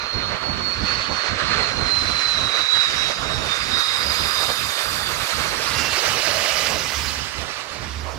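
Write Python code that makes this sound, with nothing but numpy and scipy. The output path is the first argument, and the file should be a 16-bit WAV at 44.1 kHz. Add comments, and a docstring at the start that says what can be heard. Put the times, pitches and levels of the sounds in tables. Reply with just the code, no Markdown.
"""A twin-jet airliner on approach passes low over a windy beach. Its compressor whine glides with
throttle and Doppler shift, then gives way to exhaust roar; air dulls the far sound and turbulence
makes it flicker. A low roar under the jet ends in a swell of gust or wave. Surf lays a soft bed,
while wind buffets and sputters across two microphone ports, the left one much weaker."""
import sys
import numpy as np
from scipy import signal
from scipy.fft import rfft, irfft, next_fast_len
from scipy.io import wavfile
from scipy.ndimage import uniform_filter1d, minimum_filter1d, map_coordinates

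SR = 44100
rng = np.random.default_rng(int(sys.argv[2]) if len(sys.argv) > 2 else 0)


def generate_wav(sig):
    """Save sig (samples, or channels by samples) to the path in sys.argv[1] as 16-bit PCM at SR."""
    pcm = np.round(np.clip(np.atleast_2d(sig).T, -1, 1) * 32767).astype(np.int16)
    wavfile.write(sys.argv[1], SR, pcm)


N = 360738
TIME = np.arange(N) / SR

# Colour of the surf hiss: freq_hz, relative_db
SURF_COLOUR = [(300, -28), (1000, 8), (3000, -9), (7000, -24), (11000, -22), (15700, -27)]
# Gusts hitting the ports: time_s, level_db
BUFFET_LEVEL = [(0.0, -41), (0.07, -41), (0.14, -30), (0.21, -31), (0.28, -39.0), (0.35, -36), (0.42, -45),
                (0.49, -34), (0.56, -34.5), (0.63, -34.0), (0.7, -34), (0.77, -37), (0.84, -26.5),
                (0.91, -36.5), (0.98, -37), (1.05, -32.5), (1.12, -33), (1.19, -43.5), (1.26, -45.0),
                (1.33, -32), (1.4, -40.5), (1.47, -33.0), (1.54, -34), (1.61, -32.0), (1.68, -32.5),
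                (1.75, -36), (1.82, -30), (1.89, -37.0), (1.96, -37), (2.03, -35), (2.1, -34), (2.17, -41),
                (2.24, -36), (2.31, -48), (2.38, -36.5), (2.45, -32), (2.52, -44), (2.59, -36.5),
                (2.7, -45), (2.84, -41), (2.98, -38), (3.12, -41), (3.26, -35.5), (3.4, -36.0), (3.54, -37),
                (3.68, -34), (3.82, -44), (3.96, -48.5), (4.1, -34), (4.24, -33.5), (4.38, -46),
                (4.52, -37), (4.66, -40), (4.8, -43), (4.94, -39), (5.08, -40), (5.22, -40.0),
                (5.36, -38.5), (5.5, -38), (5.64, -43), (5.78, -35), (5.92, -41), (6.06, -38), (6.2, -37.5),
                (6.34, -42), (6.48, -46), (6.62, -43), (6.76, -36), (6.9, -37.5), (7.04, -38),
                (7.18, -39.5), (7.32, -37), (7.46, -42.5), (7.6, -56.0), (7.74, -40.5), (7.88, -37),
                (8.02, -40), (8.16, -36)]
# Low thud of the buffeting: freq_hz, relative_db
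BUFFET_COLOUR = [(20, -25), (45, -4.5), (70, -0.5), (120, -3), (250, -9.5), (600, -20.5), (1200, -47),
                 (2500, -120)]
# Sputter riding on the buffet level: time_s, offset_db
SPUTTER_OFFSET = [(0, -3), (1, -4), (2, -4.5), (3.4, -5), (4.5, -7.5), (6, -7), (8.18, -18)]
# Midrange rasp of the sputter: freq_hz, relative_db
SPUTTER_COLOUR = [(80, -35), (200, -4), (600, -6), (1400, -7), (2500, -23), (5000, -120)]

# The pass overhead: time_s, air_loss_at_10khz_db, exhaust_share, left_lead_samples
FLIGHT_PATH = [(0, 29, 0, 7.5), (.5, 22, 0, 4.5), (1, 20, 0.37, 10.5), (1.5, 21, 0, 5), (2, 9, 0.25, 9.5),
               (2.5, 11, 0.16, 8), (3, 8, 0.5, 7.5), (3.6, 6, 0.1, 7.5), (4.2, -0.2, 0, 8), (5, -3, .1, 6),
               (5.5, 1.2, 0.27, 6.5), (6, 0.5, 1, -3), (6.8, 0, 1, -1.5), (7.05, -1.5, 1, -0.5),
               (7.2, 2.5, 1, -4), (7.6, 6.5, 0.5, -5), (8.18, 3.5, 1, 1)]
# Engine noise and the low roar under the jet, which ends in a swell of gust or wave.
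# Levels before trim and flicker: time_s, engine_db, low_roar_db
ROAR_LEVELS = [(0.0, -31.5, -40), (0.15, -35, -41), (0.3, -34, -37.5), (0.45, -37, -40.5),
               (0.6, -32.5, -40), (0.75, -33.5, -40), (0.9, -27, -32), (1.05, -29.5, -39.5),
               (1.2, -30, -39), (1.35, -31, -37.5), (1.5, -27, -37), (1.65, -28.0, -31.5),
               (1.8, -31.0, -36.5), (1.95, -31.5, -41), (2.1, -29, -40.0), (2.25, -29.5, -38.5),
               (2.4, -29, -37), (2.55, -29.5, -35.5), (2.7, -31.0, -41.5), (2.85, -30, -42.0),
               (3.0, -27.5, -37.5), (3.15, -33.5, -41.5), (3.3, -33.5, -37.0), (3.45, -29.5, -32.5),
               (3.6, -29, -42.5), (3.75, -29.0, -38), (3.9, -29.0, -43), (4.05, -29.5, -37),
               (4.2, -27.5, -35), (4.35, -28, -35.5), (4.5, -28, -35.5), (4.65, -28.5, -40.5),
               (4.8, -29, -37.5), (4.95, -29, -38), (5.1, -30.5, -35), (5.25, -28, -36), (5.4, -27, -34),
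               (5.55, -28.0, -31), (5.7, -27.5, -35.0), (5.85, -27.0, -33.5), (6.0, -26.0, -33.0),
               (6.15, -25.0, -30.5), (6.3, -26, -36), (6.45, -25, -32), (6.6, -24.5, -31.5),
               (6.75, -28.0, -33.5), (6.9, -29.5, -37.5), (7.05, -29, -37.5), (7.2, -32.0, -43),
               (7.35, -34.5, -38), (7.5, -35.0, -39), (7.65, -37, -42.5), (7.8, -38.5, -42.5),
               (7.95, -40, -55), (8.07, -41.5, -38.5), (8.18, -42.5, -36)]
# Engine noise from the front: freq_hz, relative_db
INLET_COLOUR = [(500, -40), (850, -14.5), (1180, 2.5), (1770, -2), (2610, -4), (2840, -7), (3290, -8),
                (3630, -4.5), (4200, -2.5), (4800, -6.5), (5360, -10.5), (12400, -19), (15700, -35.5)]
# Engine noise from behind: freq_hz, relative_db
EXHAUST_COLOUR = [(500, -26), (850, -3.5), (926, -13.5), (1130, -1.5), (1950, -0.5), (2950, -1), (3250, -5),
                  (4860, -1), (8510, -15), (11800, -20.5), (15700, -23)]
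# Colour of the low roar: freq_hz, relative_db
LOW_ROAR_COLOUR = [(150, -18), (250, -14.5), (476, -2), (611, -1), (775, -6), (1000, -4.5), (1300, -6),
                   (2200, -120)]
# Tones behind the engines: start_s, end_s, first_hz, last_hz, width_hz, first_db, last_db
AFT_TONES = [(5.694, 5.946, 2780, 2700, 15, -34, -28), (6.0, 7.51, 2945, 3010, 17.5, -36, -48),
             (6.284, 7.5, 1990, 2045, 32, -39, -48), (6.25, 6.622, 615, 625, 170, -31, -33),
             (6.75, 7.45, 70.5, 72.4, 13, -38, -37.5), (7.8, 8.4, 74.1, 71.4, 9, -35, -38)]
# Glide of the whine, the fan's third harmonic: time_s, pitch_hz
WHINE_PITCH = [(0.0, 4223), (0.2, 4272), (0.4, 4330), (0.6, 4384), (0.8, 4423), (1.0, 4430), (1.2, 4388),
               (1.4, 4334), (1.6, 4268), (1.8, 4190), (2.0, 4112), (2.2, 4085), (2.4, 4019), (2.6, 3944),
               (2.8, 3891), (3.0, 3845), (3.2, 3811), (3.4, 3795), (3.6, 3768), (3.8, 3755), (4.0, 3775),
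               (4.2, 3753), (4.4, 3722), (4.6, 3711), (4.8, 3648), (5.0, 3566), (5.2, 3469), (5.4, 3355)]
# Tuning of the five main whine lines: pitch_ratio
WHINE_RATIOS = [1, .961, 1.295, 1.334, 1.45]
# Balance of those lines: time_s, then one level_db per line
WHINE_LEVELS = [(0.0, -31.5, -40, -60, -60, -61), (0.14, -31, -43, -60, -55, -51),
                (0.28, -32.5, -44, -60, -57, -58), (0.42, -33, -59, -62, -63, -59),
                (0.56, -27, -41, -58, -58, -58), (0.7, -29.5, -38, -56, -60, -58),
                (0.84, -30, -34, -55, -57, -56), (0.98, -28.5, -34.5, -45, -54, -57),
                (1.12, -28.5, -34, -57, -60, -56), (1.261, -31, -35, -46, -59, -46),
                (1.4, -39, -40, -63, -56, -58), (1.54, -28.5, -29, -54, -58, -53),
                (1.68, -29, -36, -50, -50, -54), (1.82, -26.5, -38, -56, -52, -46),
                (1.96, -23, -41, -50, -54, -54), (2.1, -24.5, -36, -52, -44, -48),
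                (2.24, -25.5, -39, -56, -45, -44), (2.38, -25.5, -27, -49, -46, -47),
                (2.52, -23, -26.5, -47, -53, -46), (2.66, -19.5, -29, -47, -48, -51),
                (2.8, -19.5, -27, -45, -53, -37), (2.94, -30.5, -35, -45, -51, -40),
                (3.08, -30, -35, -47, -60, -41.5), (3.22, -38, -36, -39, -54, -47),
                (3.36, -33, -40, -50, -55, -42), (3.5, -40, -29.5, -42, -44, -46),
                (3.64, -35, -38, -36, -47, -45), (3.78, -26, -45, -36, -39, -41),
                (3.92, -23.5, -45, -30, -36, -47), (4.06, -35, -45, -29.5, -41, -46),
                (4.2, -35, -42, -29.5, -33, -47), (4.34, -30, -37, -31, -33.5, -47),
                (4.48, -28.5, -46, -38, -32, -49), (4.62, -34.5, -44, -44, -36, -56),
                (4.76, -34, -48, -36, -41, -56), (4.9, -40, -46, -40, -37, -57),
                (5.04, -34, -45, -33, -42, -55), (5.18, -46, -54, -44, -47, -55),
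                (5.32, -44, -60, -48, -60, -60)]
# Turbulence smearing each line into a wide skirt: time_s, width_hz, skirt_share
WHINE_SPREAD = [(0, 10, .12), (1.5, 14, .22), (2.6, 9, .22), (3.4, 16, .1), (4.2, 130, .08), (5.4, 70, .08)]
# Tuning of the faint whine lines: pitch_ratio
FAINT_RATIOS = [1.588, .333, .667, 1.785, 1.785]
# Cue for each faint line: level_db, start_s, end_s
FAINT_CUES = [(-58, .65, 1.2), (-46, 1.9, 3.3), (-49, .8, 2.9), (-64, .5, 2.4), (-54, 2.4, 4.6)]

# How alike the aircraft sounds at both ports: freq_hz, likeness_share
PORT_LIKENESS = [(100, 0.8), (600, .6), (2000, 0.5), (5000, 0.66), (9000, .2)]
# Loss at the weak left port: freq_hz, gain_db
LEFT_PORT_EQ = [(60, -10.5), (180, -14), (550, -16), (1650, -15.0), (4970, -14.5), (15000, -11.5)]
# Colour of the microphone: freq_hz, gain_db
CAPSULE_EQ = [(6000, 0), (8800, -1), (11800, -0.5), (13500, 1), (15700, -1.5)]


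def amp(db):
    """Gain of a level in dB."""
    return 10 ** (np.asarray(db) / 20)


def unit(x):
    """x at rms 1."""
    return x / np.sqrt(np.mean(np.abs(x) ** 2) + 1e-20)


def along(points, hz):
    """An EQ-style curve, read at hz on a log axis."""
    freqs, values = np.transpose(points)
    return np.interp(np.log(hz + 1), np.log(freqs + 1), values)


def curves(rows, t=TIME):
    """One automation curve for each column after the time."""
    times, *columns = np.transpose(rows)
    return [np.interp(t, times, column) for column in columns]


def wobble(rate):
    """A smooth random curve; rate knots a second, steady or moving."""
    place = np.cumsum(np.broadcast_to(rate, N)) / SR
    return map_coordinates(rng.standard_normal(int(place[-1]) + 4), [place])


def span(start, end, fade_s):
    """A gate that opens and closes smoothly."""
    inside_s = np.minimum(TIME - start, end - TIME)
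    return np.sin(np.pi / 2 * np.clip(inside_s / fade_s + .5, 0, 1)) ** 2


def filtered(x, response):
    """x through an EQ whose gain is response(hz)."""
    size = next_fast_len(N + SR // 2)
    return irfft(rfft(x, size) * response(np.fft.rfftfreq(size, 1 / SR)), size)[..., :N]


def tone(hz, width_hz, steady):
    """A line whose level and phase drift at random; steady 0-1 of it stays firm."""
    drift = steady + np.sqrt((1 - steady ** 2) / 2) * (wobble(width_hz) + 1j * wobble(width_hz))
    cycles = np.cumsum(np.broadcast_to(hz, N)) / SR
    return np.sqrt(2) * np.real(drift * np.exp(2j * np.pi * cycles))


def rush(colour_db, patchy_db):
    """Two noises whose colour_db(hz, t) moves at constant power, with patches of random gain."""
    hz, t, spectra = signal.stft(rng.standard_normal((2, N)), SR, nperseg=512)
    gain = amp(colour_db(hz[:, None], t)) * np.ones(spectra.shape[1:])
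    gain = gain / np.sqrt(np.mean(gain ** 2, axis=0))
    patches = uniform_filter1d(rng.standard_normal(gain.shape), size=10, axis=0)
    patches = unit(uniform_filter1d(patches, size=5, axis=1))
    return signal.istft(spectra * gain * amp(patchy_db * patches), SR, nperseg=512)[1][:, :N]


def surf():
    """Waves wash over the rocks: a smooth hiss all round."""
    return amp(-44 + 1.6 * wobble(1.34)) * rush(lambda hz, t: along(SURF_COLOUR, hz), patchy_db=0)


def wind():
    """Lumpy buffeting with sudden lulls, partly shared by the ports; eddies sputter across them."""
    shared, left, right = filtered(rng.standard_normal((3, N)), lambda hz: amp(along(BUFFET_COLOUR, hz)))
    eddies = wobble(18)
    lulls_db = 9 * np.minimum(eddies + .3, 0)
    lumps = amp(lulls_db + 1.1 * eddies + 1.56 * np.array([wobble(17), wobble(16)]))
    buffet_db, = curves(BUFFET_LEVEL)
    buffet = amp(buffet_db) * unit(lumps * (np.array([left, right]) + 0.72 * shared))
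    rasp = unit(filtered(rng.standard_normal((2, N)), lambda hz: amp(along(SPUTTER_COLOUR, hz))))
    ragged_db = 14 * np.tanh((5.5 * eddies + 4.5 * np.array([wobble(25), wobble(25)])) / 12)
    puffs = amp(curves(SPUTTER_OFFSET)[0] + buffet_db) * unit(amp(ragged_db))
    return buffet + puffs * rasp * amp([[1.5], [0]])  # a touch more sputter on the left


def engine_colour(hz, t):
    """Engine noise turns from inlet to exhaust colour; air absorbs the treble with distance."""
    loss_db, exhaust, _ = curves(FLIGHT_PATH, t)
    blend_db = (1 - exhaust) * along(INLET_COLOUR, hz) + exhaust * along(EXHAUST_COLOUR, hz)
    return blend_db - loss_db * (hz / 10230) ** 2.18


def roar():
    """Engine noise and the low roar under it, direct and scattered; eddies shake both together."""
    engine_db, low_roar_db = curves(ROAR_LEVELS)
    depth = 0.48 + 0.033 * np.abs(curves(FLIGHT_PATH)[0])  # a longer path crosses more eddies
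    flicker_db = depth * (1.06 * wobble(15) + 0.85 * wobble(30))
    engine = amp(engine_db + 2 + flicker_db) * rush(engine_colour, patchy_db=1.72)
    low_roar_gain = amp(low_roar_db - 0.7 + 2.1 * flicker_db + 0.47 * wobble(20))
    return engine + low_roar_gain * rush(lambda hz, t: along(LOW_ROAR_COLOUR, hz), patchy_db=2)


def aft_tones():
    """Narrow bands that reach the beach once the nozzles point back at it."""
    out = 0
    for start, end, first_hz, last_hz, width_hz, first_db, last_db in AFT_TONES:
        pitch_hz = np.interp(TIME, [start, end], [first_hz, last_hz])
        level_db = np.interp(TIME, [start, end], [first_db, last_db])
        out += amp(level_db) * span(start, end, fade_s=0.32) * tone(pitch_hz, width_hz, steady=0.52)
    return out


def whine():
    """Fan harmonics and compressor blade rows glide together, flickering through turbulent air."""
    pitch_hz, = curves(WHINE_PITCH)
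    width_hz, skirt_share = curves(WHINE_SPREAD)
    firm = np.exp(-width_hz / 45)  # wide lines lose their firm core
    out = 0
    for ratio, level_db in zip(WHINE_RATIOS, curves(WHINE_LEVELS)):
        flicker = amp(0.67 * wobble(12))
        core = np.sqrt(1 - skirt_share) * flicker * tone(ratio * pitch_hz, width_hz, steady=firm)
        skirt = np.sqrt(skirt_share) * tone(ratio * pitch_hz, 12 * width_hz, steady=0)
        out += amp(level_db) * (core + skirt)
    for ratio, (level_db, start, end) in zip(FAINT_RATIOS, FAINT_CUES):
        faint = tone(ratio * pitch_hz, 1.1 * width_hz, steady=0.6)
        out += amp(level_db) * span(start, end, fade_s=0.18) * faint
    return out * span(-1, 5.35, fade_s=0.11)


def ports(direct, scattered):
    """Right hears the direct sound; left hears it shifted by the bearing, mixed with scattered sound."""
    lead_samples = curves(FLIGHT_PATH)[2]
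    shifted = map_coordinates(direct, [np.arange(N) + lead_samples], mode="nearest")
    focused = filtered(shifted, lambda hz: along(PORT_LIKENESS, hz))
    diffuse = filtered(scattered, lambda hz: np.sqrt(1 - along(PORT_LIKENESS, hz) ** 2))
    return np.array([focused + diffuse, direct])


def scene():
    """The airliner over a bed of surf and wind, in stereo."""
    direct_roar, scattered_roar = roar()
    tones = whine() + aft_tones()
    late_tones = np.roll(tones, SR // 10)  # scattered tones come by longer paths
    return ports(direct_roar + tones, scattered_roar + late_tones) + surf() + wind()


def record(dry):
    """Microphone colour with a weak left port, a limiter on the peaks, then a steep top cut."""
    ceiling, top_hz = .55, 15800
    eq_db = lambda hz: along(CAPSULE_EQ, hz) + np.array([along(LEFT_PORT_EQ, hz), 0 * hz])
    loud = amp(5) * filtered(dry, lambda hz: amp(eq_db(hz)))
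    needed_gain = np.minimum(1, ceiling / (np.abs(loud).max(axis=0) + 1e-9))
    smooth_gain = uniform_filter1d(minimum_filter1d(needed_gain, size=401), size=201)
    return filtered(loud * smooth_gain, lambda hz: hz < top_hz)


dry = scene()
out = record(dry)
generate_wav(out)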